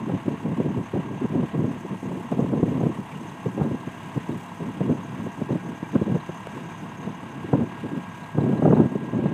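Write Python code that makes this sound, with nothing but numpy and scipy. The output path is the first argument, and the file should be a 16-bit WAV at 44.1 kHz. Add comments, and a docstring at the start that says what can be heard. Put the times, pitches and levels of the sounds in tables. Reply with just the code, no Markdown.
"""From the start, a six-cylinder diesel idles in an open yard and gusts buffet the microphone,
while an electric hydraulic pump whines as it slowly raises a truck's lift gate.
After about 3 s, the engine shakes a loose part into short chirps. The gate's dry pivots rub
louder and louder under the load, and its linkage snaps once near 6.5 s.
Then the rubbing fades, the strongest gust hits near 8.6 s, and the pump whines on to the end."""
import sys
import numpy as np
from scipy import signal
from scipy.fft import rfft, irfft, next_fast_len
from scipy.io import wavfile
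from scipy.ndimage import uniform_filter1d, map_coordinates

SR = 44100
rng = np.random.default_rng(int(sys.argv[2]) if len(sys.argv) > 2 else 0)


def digitize_waveform(pressure):
    """Quantize a signal to 16-bit integers and store it at the path in sys.argv[1].

    Rows of a 2-D input are taken as channels; values are limited to [-1, 1].
    """
    field = np.atleast_2d(pressure).T
    bounded = np.clip(field, -1, 1)
    quanta = np.round(bounded * 32767).astype(np.int16)
    wavfile.write(sys.argv[1], SR, quanta)


N = 411453
T = np.arange(N) / SR
FIRING_HZ, CYLINDERS = 34.99, 6  # one engine cycle is six firings, one per cylinder


def undb(db):
    """Turn decibels into a number to multiply a sound by."""
    return 10 ** (np.asarray(db) / 20)


def unit(x):
    """Scale a signal so that its average (rms) level is 1."""
    return x / np.sqrt(np.mean(x ** 2))


def curve(rows):
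    """Join rows of (time_s, value) with straight lines."""
    return np.interp(T, *np.transpose(rows))


def noise():
    """White noise: an even hiss at level 1."""
    return rng.standard_normal(N)


def wander(rate_hz):
    """A smooth random drift of about 1 either way, with rate_hz new values a second."""
    knots = rng.standard_normal(int(N / SR * rate_hz) + 2)
    return unit(map_coordinates(knots, [T * rate_hz], order=2, mode="nearest"))


def colour(x, points):
    """Shape the bass and treble along (pitch_hz, gain_db) points; white noise keeps its level."""
    size = 2 * next_fast_len(N // 2 + 4096)
    hz, db = np.transpose(points)
    freqs = np.maximum(np.arange(size // 2 + 1) * SR / size, 1)
    octaves_above = np.maximum(np.log2(freqs / hz[-1]), 0)
    gain = unit(undb(np.interp(np.log(freqs), np.log(hz), db) - 20 * octaves_above))
    # these steps make the filter ring only after a hit, never before it
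    cepstrum = irfft(np.log(gain))
    cepstrum[1:size // 2] *= 2
    cepstrum[size // 2 + 1:] = 0
    return irfft(rfft(x, size) * np.exp(rfft(cepstrum)))[:N]


def ring(x, pitch_hz, width_hz):
    """Make a sound ring like metal by passing it twice through a filter width_hz wide."""
    peak = signal.iirpeak(pitch_hz, pitch_hz / width_hz, fs=SR)
    return signal.lfilter(*peak, signal.lfilter(*peak, x))


def bursts(rows):
    """Quick swells in loudness that die away, from rows of (start_s, peak_db, length_s)."""
    out = np.zeros(N)
    for start_s, peak_db, length_s in rows:
        start = int(start_s * SR)
        age = T[:min(N - start, SR // 4)] / (length_s / 2)
        out[start:start + len(age)] += undb(peak_db) * np.sqrt(2 * np.e) * age * np.exp(-age ** 2)
    return out


def turbulence(points, evenness):
    """Churning air: shaped noise whose chance swells are smoothed out as evenness nears 1."""
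    air = colour(noise(), points)
    power = uniform_filter1d(uniform_filter1d(air ** 2, size=600), size=600)
    return unit(air / power ** (evenness / 2))


# Gusts of wind: start_s, length_s, level_db
GUSTS = [(0.0, 0.041, -29.5), (0.065, 0.1, -26.5), (0.25, 0.1, -31), (0.451, 0.075, -25),
         (0.567, 0.25, -25.5), (0.936, 0.06, -22), (1.035, 0.15, -31.5), (1.204, 0.051, -26.5),
         (1.298, 0.15, -25.5), (1.536, 0.17, -25.5), (1.72, 0.047, -34), (1.905, 0.027, -25),
         (2.025, 0.17, -28.5), (2.309, 0.59, -25), (3.449, 0.028, -26), (3.566, 0.18, -25),
         (4.159, 0.023, -26.5), (4.289, 0.07, -28.5), (4.599, 0.1, -28.5), (4.811, 0.11, -24),
         (4.944, 0.06, -32.5), (5.187, 0.094, -31), (5.376, 0.071, -32), (5.493, 0.07, -25.5),
         (5.627, 0.13, -35), (5.931, 0.1, -27), (6.065, 0.098, -21), (6.522, 0.1, -37),
         (7.032, 0.092, -35.5), (7.35, 0.17, -36), (7.529, 0.11, -25.5), (7.831, 0.15, -32),
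         (8.347, 0.25, -23), (8.62, 0.23, -16), (8.87, 0.22, -31.5), (9.124, 0.19, -24.5)]

def gusts(rise_s=0.0097, fall_s=0.015):
    """How hard the gusts push: each rises quickly, holds and dies away."""
    push = np.zeros(N)
    for start_s, length_s, level_db in GUSTS:
        rise = np.clip((T - start_s) / rise_s + .5, 0, 1)
        fall = np.exp(-np.clip((T - start_s - length_s) / fall_s, 0, 20))
        push = np.maximum(push, undb(level_db) * rise * fall)
    return push


# Single hard swirls of air: start_s, peak_db, rasp_db (relative to that peak)
SWIRLS = [(0.092, -27, 3), (0.133, -20.5, -22), (0.278, -15.5, -15), (0.597, -19, -5), (0.769, -21.5, -9),
          (0.953, -23.5, -7), (1.389, -20.5, -11), (1.586, -20.5, -10), (1.639, -22, -5),
          (1.846, -27.5, -19), (2.245, -30, -16), (2.317, -19.5, -2), (2.416, -21, -10), (2.436, -17, -16),
          (2.528, -19, -3.5), (2.626, -9.5, -20), (2.676, -20.5, -11), (2.804, -21, -2.5),
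          (2.827, -15.5, -12), (2.985, -22.5, -21), (3.457, -18.5, -27), (3.573, -25, -3), (3.609, -17, -5),
          (3.708, -18, -16), (3.87, -23.5, -12), (4.169, -21, -14), (4.805, -15.5, -9), (4.893, -19, -24),
          (5.263, -27, -8), (5.413, -19.5, -8), (5.5, -21, -6), (5.552, -21, -13), (5.824, -24.5, -14),
          (5.952, -12, -6), (6.013, -15.5, -24), (6.148, -20.5, -7), (6.289, -24.5, -7.5), (7.07, -24, -10),
          (7.228, -32, -6), (7.443, -23, -29), (7.529, -11, -5), (7.546, -15, -10), (7.97, -25.5, -16),
          (8.378, -13.5, -7), (8.62, -20, -1), (8.652, -17, 4.5), (8.723, -16, 2), (8.764, -16, -4),
          (8.796, -9, -10), (8.95, -17, -28), (9.13, -24, -8), (9.194, -27, -4), (9.252, -16, -8)]
# Tone of the wind's low rumble and of its rougher rasp: pitch_hz, gain_db
RUMBLE_TONE = [(40, -19.5), (90, -10.5), (140, 2.5), (250, 1.5), (340, -4.5), (500, -14), (750, -27),
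               (1100, -41), (2000, -61)]
RASP_TONE = [(150, -38.5), (350, 4.5), (550, 3), (800, -4), (1100, -12.5), (1500, -21.5), (2200, -39.5),
             (4000, -60)]

def wind(breeze_db=-46, hard_gust_db=-18, swirl_s=0.018, low_cut_hz=84):
    """Air rumbles on the microphone's opening; the harder it hits, the more it rasps."""
    breeze = undb(breeze_db + 5.5 * wander(13))
    gusting = gusts() * undb(1.5 * wander(30))
    flow = np.hypot(breeze, gusting) * undb(2.5 * wander(90))
    swirls = bursts([(s, db, swirl_s) for s, db, _ in SWIRLS])
    hardness = (flow / undb(hard_gust_db)) ** 1.7  # rasp grows faster than rumble
    gust_rasp = undb(hard_gust_db - 13.5 + 2 * wander(200)) * hardness
    swirl_rasp = undb(-1) * bursts([(s, db + rasp_db, swirl_s) for s, db, rasp_db in SWIRLS])
    rumble = np.hypot(flow, swirls) * turbulence(RUMBLE_TONE, evenness=0.84)
    rasp = np.hypot(gust_rasp, swirl_rasp) * turbulence(RASP_TONE, evenness=0.29)
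    # the opening lets no slow pressure changes through
    return signal.sosfilt(signal.butter(4, low_cut_hz, "high", fs=SR, output="sos"), rumble + rasp)


def pulses(firings, decay, rise):
    """A swell and fade each time the firing count passes a whole number; times are in firings."""
    age = firings % 1
    return unit(np.exp(-age / decay) * (1 - np.exp(-age / rise)))


def rattle(firings, repeat):
    """Many tiny hits of engine parts; the share called repeat is the same in every cycle."""
    cycle_samples = CYLINDERS * SR / FIRING_HZ
    place = (firings / CYLINDERS) % 1 * cycle_samples
    pattern = rng.standard_normal(int(cycle_samples) + 2)
    looped = map_coordinates(pattern, [place], order=3, mode="nearest")
    return np.sqrt(repeat) * unit(looped) + np.sqrt(1 - repeat) * noise()


# Tone of the exhaust: pitch_hz, gain_db
EXHAUST_TONE = [(35, -56), (62, -15), (85, -11), (165, 7.5), (260, 0), (340, -9), (450, -11.5), (650, -21),
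                (1200, -34)]

def exhaust(firings, level_db=-41.5):
    """The exhaust drones low, partly repeating with each engine cycle."""
    return undb(level_db) * colour(rattle(firings, repeat=0.4), EXHAUST_TONE)


# Knocks in one engine cycle: place_firings, gain_db
KNOCKS = [(.14, -4), (.69, -6), (1.14, -4), (2.09, -0.5), (2.89, -12), (3.16, -11.5), (4.09, -5.5),
          (4.79, -6), (5.14, -0.5), (5.89, -6.5)]
# Tone of the engine block: pitch_hz, gain_db
BLOCK_TONE = [(350, -21.5), (580, -7.5), (680, 4.5), (750, -3), (840, 5.5), (960, 5), (1110, 2.5),
              (1220, -8.5), (1500, -24), (1900, -8.5), (2300, -22.5), (4000, -51.5)]

def block_knock(firings, level_db=-44.5, width_firings=.11):
    """Injectors and valves knock the block at the same places in each cycle, over a steady rattle."""
    force = np.full(N, .7)
    for place, gain_db in KNOCKS:
        distance = (firings - place + CYLINDERS / 2) % CYLINDERS - CYLINDERS / 2
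        force += undb(gain_db) * np.exp(-(distance / width_firings) ** 2)
    return undb(level_db) * colour(unit(force * rattle(firings, repeat=0.63)), BLOCK_TONE)


# Tone of the valves: pitch_hz, gain_db
VALVE_TONE = [(700, 1.5), (1300, 3.5), (1950, 2.5), (2200, 1), (2650, -0.5), (2820, 1.5), (3000, -3),
              (3350, -6), (3800, -9), (4300, -18), (5600, -25), (9000, -24.5)]

def valve_clatter(firings, level_db=-48):
    """Each firing sets the valve parts clattering."""
    swell = (1 + 0.59 * pulses(firings + .2, decay=0.47, rise=.3)) * undb(0.94 * wander(25))
    return undb(level_db) * colour(unit(swell * rattle(firings, repeat=0.51)), VALVE_TONE)


# Strength of the hiss for each of the six cylinders: gain_db
CYLINDER_GAINS = [0.15, 0.5, 0.37, 1.1, 0.41, 0]
# Loudness of the hiss: time_s, level_db (before boost_db is added)
HISS_LEVEL = [(0, -65.5), (1.7, -65), (2.05, -63), (3.8, -63), (4.45, -61), (4.75, -63.5), (6.4, -64),
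              (7.3, -65.5), (8.6, -64), (9.33, -68)]
# Tone of the hiss: pitch_hz, gain_db
HISS_TONE = [(3000, -14), (4500, -4.5), (5400, -5), (6900, -3), (8100, 0.5), (9500, -7), (11000, -6),
             (12000, -11.5), (13800, -10), (15500, -12.5)]

def engine_hiss(firings, boost_db=1.0):
    """A fine hiss pulses with the firings, a little differently for each cylinder."""
    strength = undb(CYLINDER_GAINS)[np.floor(firings).astype(int) % CYLINDERS]
    swell = strength * (1 + 0.49 * pulses(firings + 0.24, decay=0.4, rise=.4))
    flicker = undb(wander(35) + 1.15 * wander(400))
    return undb(curve(HISS_LEVEL) + boost_db) * colour(unit(swell * flicker * noise()), HISS_TONE)


# Loudness of the sizzle: time_s, level_db
SIZZLE_LEVEL = [(0, -68), (2, -67), (4.2, -64.5), (4.8, -66), (6.2, -64), (7, -64), (7.5, -69),
                (8.5, -66.5), (9.33, -68.5)]

def sizzle(firings, sputter_db=3):
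    """Thin metal sizzles unevenly after each firing."""
    shake = pulses(firings + .15, decay=0.85, rise=.3) * undb(sputter_db * wander(45)) * noise()
    return undb(curve(SIZZLE_LEVEL)) * unit(ring(shake, pitch_hz=6370, width_hz=680))


# Steady notes of the engine and its belts: pitch_hz, level_db
HUM_NOTES = [(105, -53), (140, -55.5), (176, -50), (315, -59.5), (963, -56), (1032, -58), (1102, -60),
             (1897, -64.5), (2686, -72.5)]

def engine_hum():
    """The turning engine and its belts hum with slightly wavering notes."""
    hum = np.zeros(N)
    for pitch_hz, level_db in HUM_NOTES:
        height = np.sqrt(2) * undb(level_db + 2.1 * wander(9))
        hum += height * np.sin(2 * np.pi * pitch_hz * T + 0.7 * wander(8))
    return hum


def diesel(first_firing_s=0.001017):
    """An idling engine: a slightly uneven count of firings keeps its noises in step."""
    firings = (T - first_firing_s) * FIRING_HZ + 0.0154 * wander(3)
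    body = exhaust(firings) + block_knock(firings) + valve_clatter(firings)
    return body + engine_hiss(firings) + sizzle(firings) + engine_hum()


# Chirps, some one engine cycle apart: start_s, peak_db (before gain_db is added), pitch_hz
CHIRPS = [(3.115, -42, 2340), (3.15, -46, 2850), (3.29, -56, 3850), (3.63, -55, 3850), (3.8, -56, 3850),
          (4.31, -55, 3850), (4.48, -56, 3850), (5.52, -57, 3950), (6.027, -56, 3980), (6.198, -52, 3920),
          (6.97, -54, 6500), (7.05, -56, 3900), (8.232, -53, 3930), (8.402, -52, 3890),
          (8.573, -53.5, 3930), (8.744, -51, 3930), (9.26, -57, 3950)]

def loose_part(gain_db=-1.0, length_s=0.023):
    """Shaken by the engine, dry metal chirps in short, rough slips."""
    roughness = 1.1 * wander(450)
    chirps = np.zeros(N)
    for start_s, peak_db, pitch_hz in CHIRPS:
        chirps += bursts([(start_s, peak_db, length_s)]) * np.sin(2 * np.pi * pitch_hz * T + roughness)
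    return undb(gain_db) * chirps


# Ringing notes of the steel lift arms: pitch_hz, half_width_hz, gain_db
ARM_NOTES = [(1353, 65, 7), (1495, 110, 9.5), (2340, 39, 7), (2850, 31, 4), (3730, 90, -5),
             (4930, 70, -9.5)]
# Loudness of the rubbing: time_s, level_db
RUB_LEVEL = [(0, -77), (5.5, -56), (6.1, -54.5), (6.7, -52), (7.3, -56.5), (8.7, -60), (9.33, -67)]

def pivot_rub():
    """The gate's dry pivots rub under load and make the lift arms ring."""
    friction = noise() * undb(2.5 * wander(60))
    arms = sum(undb(db) * ring(friction, hz, 2 * half_width) for hz, half_width, db in ARM_NOTES)
    return undb(curve(RUB_LEVEL)) * unit(arms)


def grit_scrape(start_s=4.372, peak_db=-57, length_s=.018):
    """Grit in the gate gives one tiny, bright scrape."""
    scrape = colour(noise(), [(3000, -20), (8000, 0), (11000, -2), (15000, -12)])
    return bursts([(start_s, peak_db, length_s)]) * scrape


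# Tone of the snap: pitch_hz, gain_db
SNAP_TONE = [(80, -8), (250, 9), (700, 4), (1600, -5), (3000, -9), (5000, -25), (8500, -20.5), (11000, -28),
             (15000, -34)]

def linkage_snap(start_s=6.471, kick_db=-12, thud_db=-27, thud_s=0.005):
    """The gate's linkage snaps once: a sharp click with a short, low thud."""
    kick = undb(kick_db) * (np.arange(N) == int(start_s * SR))
    low_noise = colour(noise(), [(80, -12), (230, 0), (700, -9), (1600, -24)])
    return colour(kick, SNAP_TONE) + bursts([(start_s, thud_db, thud_s)]) * low_noise


# Loudness of the gear whine: time_s, level_db (before whine_gain_db is added)
WHINE_LEVEL = [(0, -60), (1.1, -52.5), (3.1, -62), (3.5, -52.5), (4, -51), (4.8, -56.5), (5.5, -51),
               (6.4, -51), (7.1, -55.5), (7.42, -49.5), (8.7, -48), (9.33, -50)]
# Thin, high notes of the motor: waves_per_turn, gain_db
MOTOR_NOTES = [(24, -1), (28, -4), (29, -4)]
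# Loudness that those gains are added to: time_s, level_db
MOTOR_LEVEL = [(0, -73), (2, -68.5), (4, -66), (6.5, -67), (7.6, -72), (9.33, -71)]

def pump(pitch_hz=1611, creep_hz_per_s=1.72, sag_hz=12.11, settle_s=0.2994, teeth=14, whine_gain_db=-3):
    """Gear teeth and motor contacts whine in step with the turning shaft."""
    # the pitch settles just after the start, then creeps up as the load eases
    whine_hz = pitch_hz + creep_hz_per_s * T - sag_hz * np.exp(-T / settle_s)
    shaft_angle = 2 * np.pi * np.cumsum(whine_hz / teeth) / SR + .006 * wander(12)
    gears = undb(curve(WHINE_LEVEL) + whine_gain_db + 0.4 * wander(10)) * np.sin(teeth * shaft_angle)
    motor = sum(undb(db + wander(6.5)) * np.sin(waves * shaft_angle) for waves, db in MOTOR_NOTES)
    return np.sqrt(2) * (gears + undb(curve(MOTOR_LEVEL)) * motor)


def scene():
    """All the sounds meet at one microphone."""
    background = wind() + diesel() + loose_part()
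    gate = pivot_rub() + grit_scrape() + linkage_snap()
    return (background + gate + pump())[None]


def record(dry, low_cut_hz=40, high_cut_hz=15400):
    """The deepest bass is thinned and the highest treble is cut off."""
    thinned = signal.sosfilt(signal.butter(2, low_cut_hz, "high", fs=SR, output="sos"), dry)
    return signal.sosfilt(signal.ellip(10, .2, 80, high_cut_hz, fs=SR, output="sos"), thinned)


dry = scene()
out = record(dry)
digitize_waveform(out)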